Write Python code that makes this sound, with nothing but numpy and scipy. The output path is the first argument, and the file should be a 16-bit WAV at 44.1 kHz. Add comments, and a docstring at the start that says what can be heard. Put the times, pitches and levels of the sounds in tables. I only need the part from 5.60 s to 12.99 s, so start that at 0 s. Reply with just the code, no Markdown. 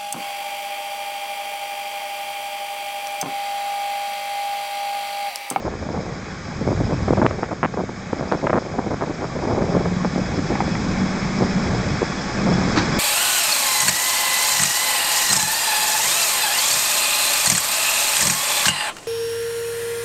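"""A diesel railcar pulls out along a station platform and comes towards the microphone. Its two underfloor
engines drone through their exhaust pipes and speed up under a growing clatter and hiss. Panels ring, the
exhaust cracks, metal chirps, and a wheel knocks over a rail joint. All the while, gusts of wind push small
swirls of air across the microphone, which flap and pop."""
import sys
import numpy as np
from scipy import signal
from scipy.fft import rfft, irfft
from scipy.io import wavfile
from scipy.ndimage import uniform_filter1d

SR = 44100
rng = np.random.default_rng(int(sys.argv[2]) if len(sys.argv) > 2 else 0)


def digitize_waveform(pressure):
    """Quantize a signal to 16-bit integers and store it at the path in sys.argv[1].

    Rows of a 2-D input are taken as channels; values are limited to [-1, 1].
    """
    field = np.atleast_2d(pressure).T
    bounded = np.clip(field, -1, 1)
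    quanta = np.round(bounded * 32767).astype(np.int16)
    wavfile.write(sys.argv[1], SR, quanta)


N = 325899
T = np.arange(N) / SR

# How fast each engine runs. Each row: time in seconds, firings per second.
FRONT_SPEED = [(0, 30.5), (2.6, 31.2), (4.1, 34.8), (4.6, 37.3), (4.95, 39.8), (5.2, 40.8), (6.1, 46.4),
               (6.6, 44.6), (7.39, 45.4)]
REAR_SPEED = [(0, 31.8), (3, 32.6), (4.2, 37), (5.0, 44.8), (5.3, 47), (5.65, 49), (7.39, 51.1)]
# When each engine's exhaust drone swells louder.
# Each row: start in seconds, length in seconds, level in dB.
FRONT_SWELLS = [(4.08, .55, -27), (4.93, 0.2, -25.5), (5.8, 0.32, -26.5), (6.9, 0.11, -23.5)]
REAR_SWELLS = [(5.3, 0.38, -26), (5.85, .4, -29.5), (6.85, 1, -29.5)]
# Where an exhaust pipe rings. Each row: pitch before tuning in Hz, width in Hz, relative level in dB.
PIPE_RINGS = [(191, 48.4, 8), (45.7, 14, -10.5), (320, 100, -25.5), (490, 140, -26)]
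# The train gets louder as it comes closer. Each row: time in seconds, relative level in dB.
APPROACH = [(0.0, -48), (1.48, -43.5), (2.0, -49), (2.7, -45.5), (3.15, -47), (5.18, -39), (6.81, -37),
            (7.39, -33.5)]
# The tone colours of four engine noises. Each row: frequency in Hz, relative level in dB.
RUMBLE_COLOUR = [(18, -13.5), (32, -13.5), (60, -7.5), (100, -7), (135, 1.5), (185, 2.5), (260, -1.5),
                 (400, -7.5), (600, -12), (850, -11.5), (1300, -23.5), (2500, -64.5)]
CLATTER_COLOUR = [(300, 9.5), (750, 4.5), (950, -1.5), (1120, 5), (1350, 6), (1620, 6.5), (1950, 3),
                  (2330, 4), (2560, -9), (2720, -17), (3100, -21), (4500, -40)]
HISS_COLOUR = [(1500, 3), (2600, -1.5), (3100, 0.5), (3370, 1.5), (3600, 4), (4000, 3.5), (4600, 1),
               (5100, -16), (5800, 4), (6250, 3), (7300, 0), (8000, -6.5), (8500, -17.5), (8950, -39)]
AIR_RUSH_COLOUR = [(3100, -32), (3300, -3.5), (3430, -10), (3650, -22), (4400, -18), (4750, -1.5),
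                   (4950, 0.5), (5400, 1.5), (5600, -3.5), (6000, -40)]
# Where panels and pipework ring. Each row: pitch in Hz, width in Hz, relative level in dB.
PANEL_RINGS = [(820, 160, -4.5), (1112, 110, -2.5), (1670, 170, -10), (2232, 260, -6.5), (2524, 120, -9),
               (3250, 370, -18.5), (3900, 36, -17.5), (4340, 39, -22.5), (5005, 330, -11.5)]
# Cracks of the exhaust, and wheel blows on the rail joint. Each row: start in seconds, level in dB.
CRACKS = [(4.928, -22), (4.953, -15.5), (5.0035, -11.5), (5.152, -17.5)]
JOINT_BLOWS = [(7.159, -18), (7.173, -13.5), (7.185, -17), (7.22, -24)]
# The tone colour of the exhaust cracks, and how wheel and rail ring. Each row: frequency in Hz, relative level
# in dB.
CRACK_COLOUR = [(100, -11), (250, 3), (550, -4), (850, 15.5), (1050, 0), (1200, 3), (1600, -8), (1900, 4.5),
                (2300, 1.5), (2560, -14), (2800, -30), (4500, -43)]
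WHEEL_COLOUR = [(120, -18), (220, 4.5), (330, 19.5), (480, -22), (800, 2), (1400, 5), (2300, -2),
                (2900, -8.5), (3900, -2.5), (4500, -3.5), (5300, -8), (6400, -11), (8000, -27), (8900, -49)]
# Chirps of the running gear. Each row: time of the peak in seconds, level in dB.
CHIRPS = [(2.775, -38), (5.12, -34), (5.79, -32), (5.95, -33), (6.94, -29), (7.04, -28), (7.26, -30)]
# The tones of a faint whine. Each row: pitch in Hz, level in dB.
WHINE_TONES = [(3118, -64.5), (3705, -67), (5022, -76.5), (6568, -58.5), (7156, -66.5)]
# The hardest flaps of wind. Each row: start in seconds, length in seconds, level in dB,
# brightness in Hz (each swirl's own brightness is scaled from it).
FLAPS = [(.045, .04, -24.5, 490), (.287, 0.0062, -22, 590), (0.336, 0.054, -26, 440),
         (1.009, .02, -22, 248), (1.076, 0.019, -17, 362), (1.102, .04, -21, 363), (1.202, 0.021, -19, 310),
         (1.308, 0.04, -21.5, 390), (1.478, 0.016, -18.5, 564), (1.504, 0.0051, -9, 420),
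         (1.527, 0.0091, -13, 444), (1.569, 0.04, -18.5, 460), (1.615, .02, -13.5, 590),
         (1.644, .018, -15, 537), (1.663, 0.0035, -9, 990), (1.708, 0.0061, -20.5, 776),
         (1.826, 0.0072, -15.5, 610), (1.838, 0.0089, -26, 870), (1.906, .03, -23.5, 514),
         (2.029, 0.016, -15.5, 770), (2.047, 0.014, -16.5, 840), (2.138, .009, -24, 530),
         (2.167, 0.057, -22, 440), (2.233, .009, -22.5, 310), (2.29, 0.0075, -23, 553),
         (2.529, .006, -14.5, 550), (2.594, 0.041, -24, 430), (2.716, 0.0095, -13.6, 670),
         (2.727, .027, -19.5, 610), (2.828, 0.033, -19, 348), (2.869, 0.0089, -15.5, 765),
         (2.895, 0.015, -17, 710), (2.929, 0.058, -16.5, 605), (3.184, 0.01, -15.5, 510),
         (3.261, .018, -21.5, 325), (3.305, .04, -21.5, 430), (3.409, 0.039, -21.5, 610),
         (3.495, 0.02, -25.5, 400), (3.62, .04, -24.5, 540), (3.817, .2, -25.5, 500),
         (4.019, .01, -26, 790), (4.14, 0.033, -20, 450), (4.255, .01, -20.5, 670),
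         (4.447, 0.0098, -16.5, 590), (4.558, .045, -22, 278), (4.771, 0.028, -20.5, 196),
         (4.896, .043, -21.5, 280), (5.807, .037, -17.5, 356), (6.147, .008, -19, 260),
         (6.417, 0.015, -15, 350), (6.86, 0.049, -24, 540)]
# Gusts. Each row: start in seconds, length in seconds, relative buffeting and flutter levels in dB.
GUSTS = [(0, 0.53, -34, -31.5), (1.04, 0.59, -21.5, -30.5), (1.692, 0.11, -35, -27.5),
         (2.542, 0.66, -39, -30.5), (3.05, .55, -43, -31), (3.78, 0.43, -26, -22.5),
         (4.65, 0.42, -28.5, -30.5), (5.2, 0.27, -27.5, -37.5), (6.101, 0.23, -26, -34.5),
         (6.864, 0.23, -25.5, -27)]
# The tone colour of the wind's low buffeting. Each row: frequency in Hz, relative level in dB.
BUFFET_COLOUR = [(12, -25.5), (28, -0.5), (50, 9.5), (100, 15), (170, 9.5), (300, -4.5), (700, -52.5)]


def exhaust(firings, drone_level, tuning, roughness=0.35, waver_db=3.0):
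    """Multiples of the firing rate swell as they climb through the pitches at which the pipe rings."""
    firing_hz, drone = np.gradient(firings) * SR, np.zeros(N)
    for harmonic in range(1, 14):
        power = sum(amp(2 * db) / (1 + (2 * (harmonic * firing_hz - hz * tuning) / width) ** 2) ** 2
                    for hz, width, db in PIPE_RINGS)
        drone += np.sqrt(power) * np.cos(2 * np.pi * (harmonic * firings + rng.random()))
    drone /= np.sqrt(uniform_filter1d(drone ** 2, size=8000))  # even out the level; the swells set it
    strength = 1 + roughness * drift(72)  # no two firings are equally strong
    return drone * strength * drone_level * amp(waver_db * drift(22))


def count_firings(speed):
    """Counts how often an engine's cylinders have fired so far; its speed wanders a little."""
    return np.cumsum(curve(speed) * (1 + .008 * drift(14))) / SR


def machinery(firings, drone_level, beat_depth=0.15, throb_hz=8.3):
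    """Rumble swells with the drone, clatter and rushing air beat with the firings, hiss lies on top."""
    beat = 1 + beat_depth * np.cos(2 * np.pi * firings)
    near_db = nearness()  # each noise grows with this at its own rate
    rumble = noise(RUMBLE_COLOUR) * amp(-31 + .87 * near_db) * unit(drone_level) ** .29
    clatter = noise(CLATTER_COLOUR) * beat * amp(-34.5 + .86 * near_db + .6 * drift(8.6))
    hiss = noise(HISS_COLOUR) * amp(-43 + near_db)
    throb = np.sin(2 * np.pi * np.cumsum(throb_hz * (1 + .3 * drift(4))) / SR)
    flutter = amp(1.7 * throb + 1.5 * drift(25))
    air_rush = noise(AIR_RUSH_COLOUR) * beat * flutter * amp(-46 + 1.05 * near_db)
    return rumble + clatter + hiss + air_rush


def nearness():
    """How many dB the train's approach lies above its average."""
    db = curve(APPROACH)
    return db - db.mean()


def panels(rattle_db=3.0):
    """The shaking of the engines keeps metal panels ringing, each swelling on its own."""
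    rings = sum(ringing(hz, width) * amp(db + rattle_db * drift(20)) for hz, width, db in PANEL_RINGS)
    return rings * amp(-44 + .99 * nearness())


def ringing_blows(rows, ring_colour, fade_s, rise_s=0.00044, samples=12000):
    """Each blow sets off a dense ring that drops by 60 dB in fade_s seconds."""
    out, t = np.zeros(N), T[:samples]
    for start, db in rows:
        ring = colour(rng.standard_normal(samples), ring_colour)
        add(out, start, ring * amp(db - 60 * t / fade_s) * (1 - np.exp(-t / rise_s)))
    return out


def chirps(hz=5300, width_hz=280, swell_s=0.003):
    """The running gear chirps in short swells of a high, fuzzy metal ring."""
    f = np.fft.rfftfreq(N, 1 / SR)
    band = np.exp(-((f - hz) / width_hz) ** 2)
    ring = unit(irfft(rfft(rng.standard_normal(N)) * band, N))
    return ring * sum(amp(db) * np.exp(-((T - peak) / swell_s) ** 2) for peak, db in CHIRPS)


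def gear_whine(waver_db=3):
    """A thin, fuzzy whine, perhaps of the gears, that stands out as the train comes near."""
    return ringing(hz=3380, width_hz=70) * amp(-59 + 1.55 * nearness() + waver_db * drift(11))


def steady_whine():
    """Faint, high tones that never change."""
    return sum(np.sqrt(2) * amp(db) * np.sin(2 * np.pi * (hz * T + rng.random()))
               for hz, db in WHINE_TONES)


def wind_flaps(swirls_per_s=520, ragged_db=5, arch_db=3, lead_db=3, lead_s=.005):
    """A flap is a tight bunch of air swirls: the strongest sound sharp, the weakest dull."""
    out, lead_in = np.zeros(N), 600  # samples of room before each flap
    for start, length, db, hz in FLAPS:
        count = max(1, round(length * swirls_per_s))
        along = (np.arange(count) + rng.uniform(.1, .9, count)) / count  # 0 to 1 through the flap
        scatter_db = ragged_db * np.clip(rng.standard_normal(count), -2, 2)
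        sizes = amp(scatter_db + arch_db * np.sin(np.pi * along))
        sizes *= amp(lead_db * np.exp(-along * length / lead_s))  # the first swirls get an extra push
        arrivals = lead_in + (along * length * SR).astype(int)
        burst = np.zeros(4096 + int(length * SR))
        strong_to_weak = np.array_split(np.argsort(-sizes), 3)
        for group, speed in zip(strong_to_weak, (1.25, .68, .34)):
            kicks = np.zeros(len(burst))
            kicks[arrivals[group]] = sizes[group] * rng.choice([-1, 1], len(group))
            burst += swirls(kicks, hz * .93 * speed) / speed ** 1.27  # slow swirls push for longer
        add(out, start - lead_in / SR, unit(burst) * np.sqrt(length * SR / len(burst)) * amp(db))
    return out


def wind_gusts(flutter_hz=400, swirls_per_s=320, lump_db=0.85, clump_db=4.5):
    """Each gust brings low, lumpy buffeting and a flutter of small swirls that come in clumps."""
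    gusts = np.array(GUSTS)
    buffet_gain = swells(gusts[:, [0, 1, 2]], rest_db=-37.5, rise_s=.082, fall_s=.085)
    flutter_gain = swells(gusts[:, [0, 1, 3]], rest_db=-44, rise_s=.082, fall_s=.085)
    buffet = noise(BUFFET_COLOUR) * buffet_gain * amp(lump_db * drift(30))
    clumps = amp(clump_db * np.clip(drift(60), -2, 2))
    kicks = rng.choice([-1, 1], N) * (rng.random(N) < swirls_per_s / SR) * clumps
    flutter = unit(swirls(kicks, flutter_hz)) * flutter_gain
    return (buffet + flutter) * amp(-2)


def swirls(kicks, hz, leak_hz=125):
    """Each swirl crossing the microphone is one smooth pressure swing; fast ones are brighter."""
    f = np.fft.rfftfreq(len(kicks), 1 / SR)
    leak = (1j * f / (leak_hz + 1j * f)) ** 2  # slow swings leak away
    swing = 1j * (f / hz) ** .35 * np.exp(-.5 * (f / hz) ** 1.65)
    lag = (hz - 1j * f) / (hz + 1j * f)  # the lows trail the sharp edge
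    return irfft(rfft(kicks) * leak * swing * lag, len(kicks))


def swells(rows, rest_db, rise_s, fall_s):
    """A gain that rises from rest, holds and falls back for each row of start, length and level."""
    gain = amp(rest_db)
    for start, length, db in rows:
        shape = np.exp(np.minimum(T - start, 0) / rise_s - np.maximum(T - start - length, 0) / fall_s)
        gain = np.hypot(gain, amp(db) * shape)
    return gain


def ringing(hz, width_hz):
    """Noise narrowed to a fuzzy tone around one pitch."""
    f = np.fft.rfftfreq(N, 1 / SR)
    return unit(irfft(rfft(rng.standard_normal(N)) / (1 + ((f - hz) / width_hz * 2) ** 2), N))


def noise(outline):
    """Steady noise of a given tone colour."""
    return colour(rng.standard_normal(N), outline)


def colour(sound, outline):
    """Shapes a sound's lows and highs by a colour table, at an average size of 1."""
    hz, db = np.transpose(outline)
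    f = np.fft.rfftfreq(len(sound), 1 / SR)
    gain = amp(np.interp(np.log(f + 1), np.log(hz), db))
    return unit(irfft(rfft(sound) * gain, len(sound)))


def drift(rate, points=4096):
    """A random wobble of average size 1, with up to about rate changes a second."""
    f = np.fft.rfftfreq(points, T[-1] / points)
    slow = irfft(rfft(rng.standard_normal(points)) * np.exp(-(f / rate) ** 2) * (f > 0))
    return np.interp(T, np.linspace(0, T[-1], points), unit(slow))


def curve(rows):
    """Joins rows of time and value with straight lines."""
    return np.interp(T, *np.transpose(rows))


def amp(db):
    """Turns decibels into a gain."""
    return 10 ** (np.asarray(db) / 20)


def unit(sound):
    """Scales a sound to an average size (root mean square) of 1."""
    return sound / np.sqrt(np.mean(sound ** 2) + 1e-20)


def add(mix, start_s, sound):
    """Mixes a sound in at its start time."""
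    part = mix[max(round(start_s * SR), 0):][:len(sound)]
    part += sound[:len(part)]


def scene():
    """The train, its knocks and the wind, at one microphone."""
    front, rear = count_firings(FRONT_SPEED), count_firings(REAR_SPEED)
    front_level, rear_level = (swells(rows, rest_db=-43, rise_s=.096, fall_s=.11)
                               for rows in (FRONT_SWELLS, REAR_SWELLS))
    drone = exhaust(front, front_level, tuning=.945) + exhaust(rear, rear_level, tuning=1.06)
    train = drone + machinery(front, front_level + rear_level) + panels() + chirps() + gear_whine()
    cracks = ringing_blows(CRACKS, CRACK_COLOUR, fade_s=.043)
    rail_joint = ringing_blows(JOINT_BLOWS, WHEEL_COLOUR, fade_s=.14)
    return (train + cracks + rail_joint + steady_whine() + wind_gusts() + wind_flaps())[None]


def record(dry, limit=.72, top_hz=8950):
    """Only the hardest pops are too loud for the microphone; then the highest treble is cut away."""
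    clipped = np.clip(dry, -limit, limit)
    treble_cut = signal.firwin(511, top_hz, window=("kaiser", 9), fs=SR)
    return signal.oaconvolve(clipped, treble_cut[None], "same")


dry = scene()
out = record(dry)
digitize_waveform(out)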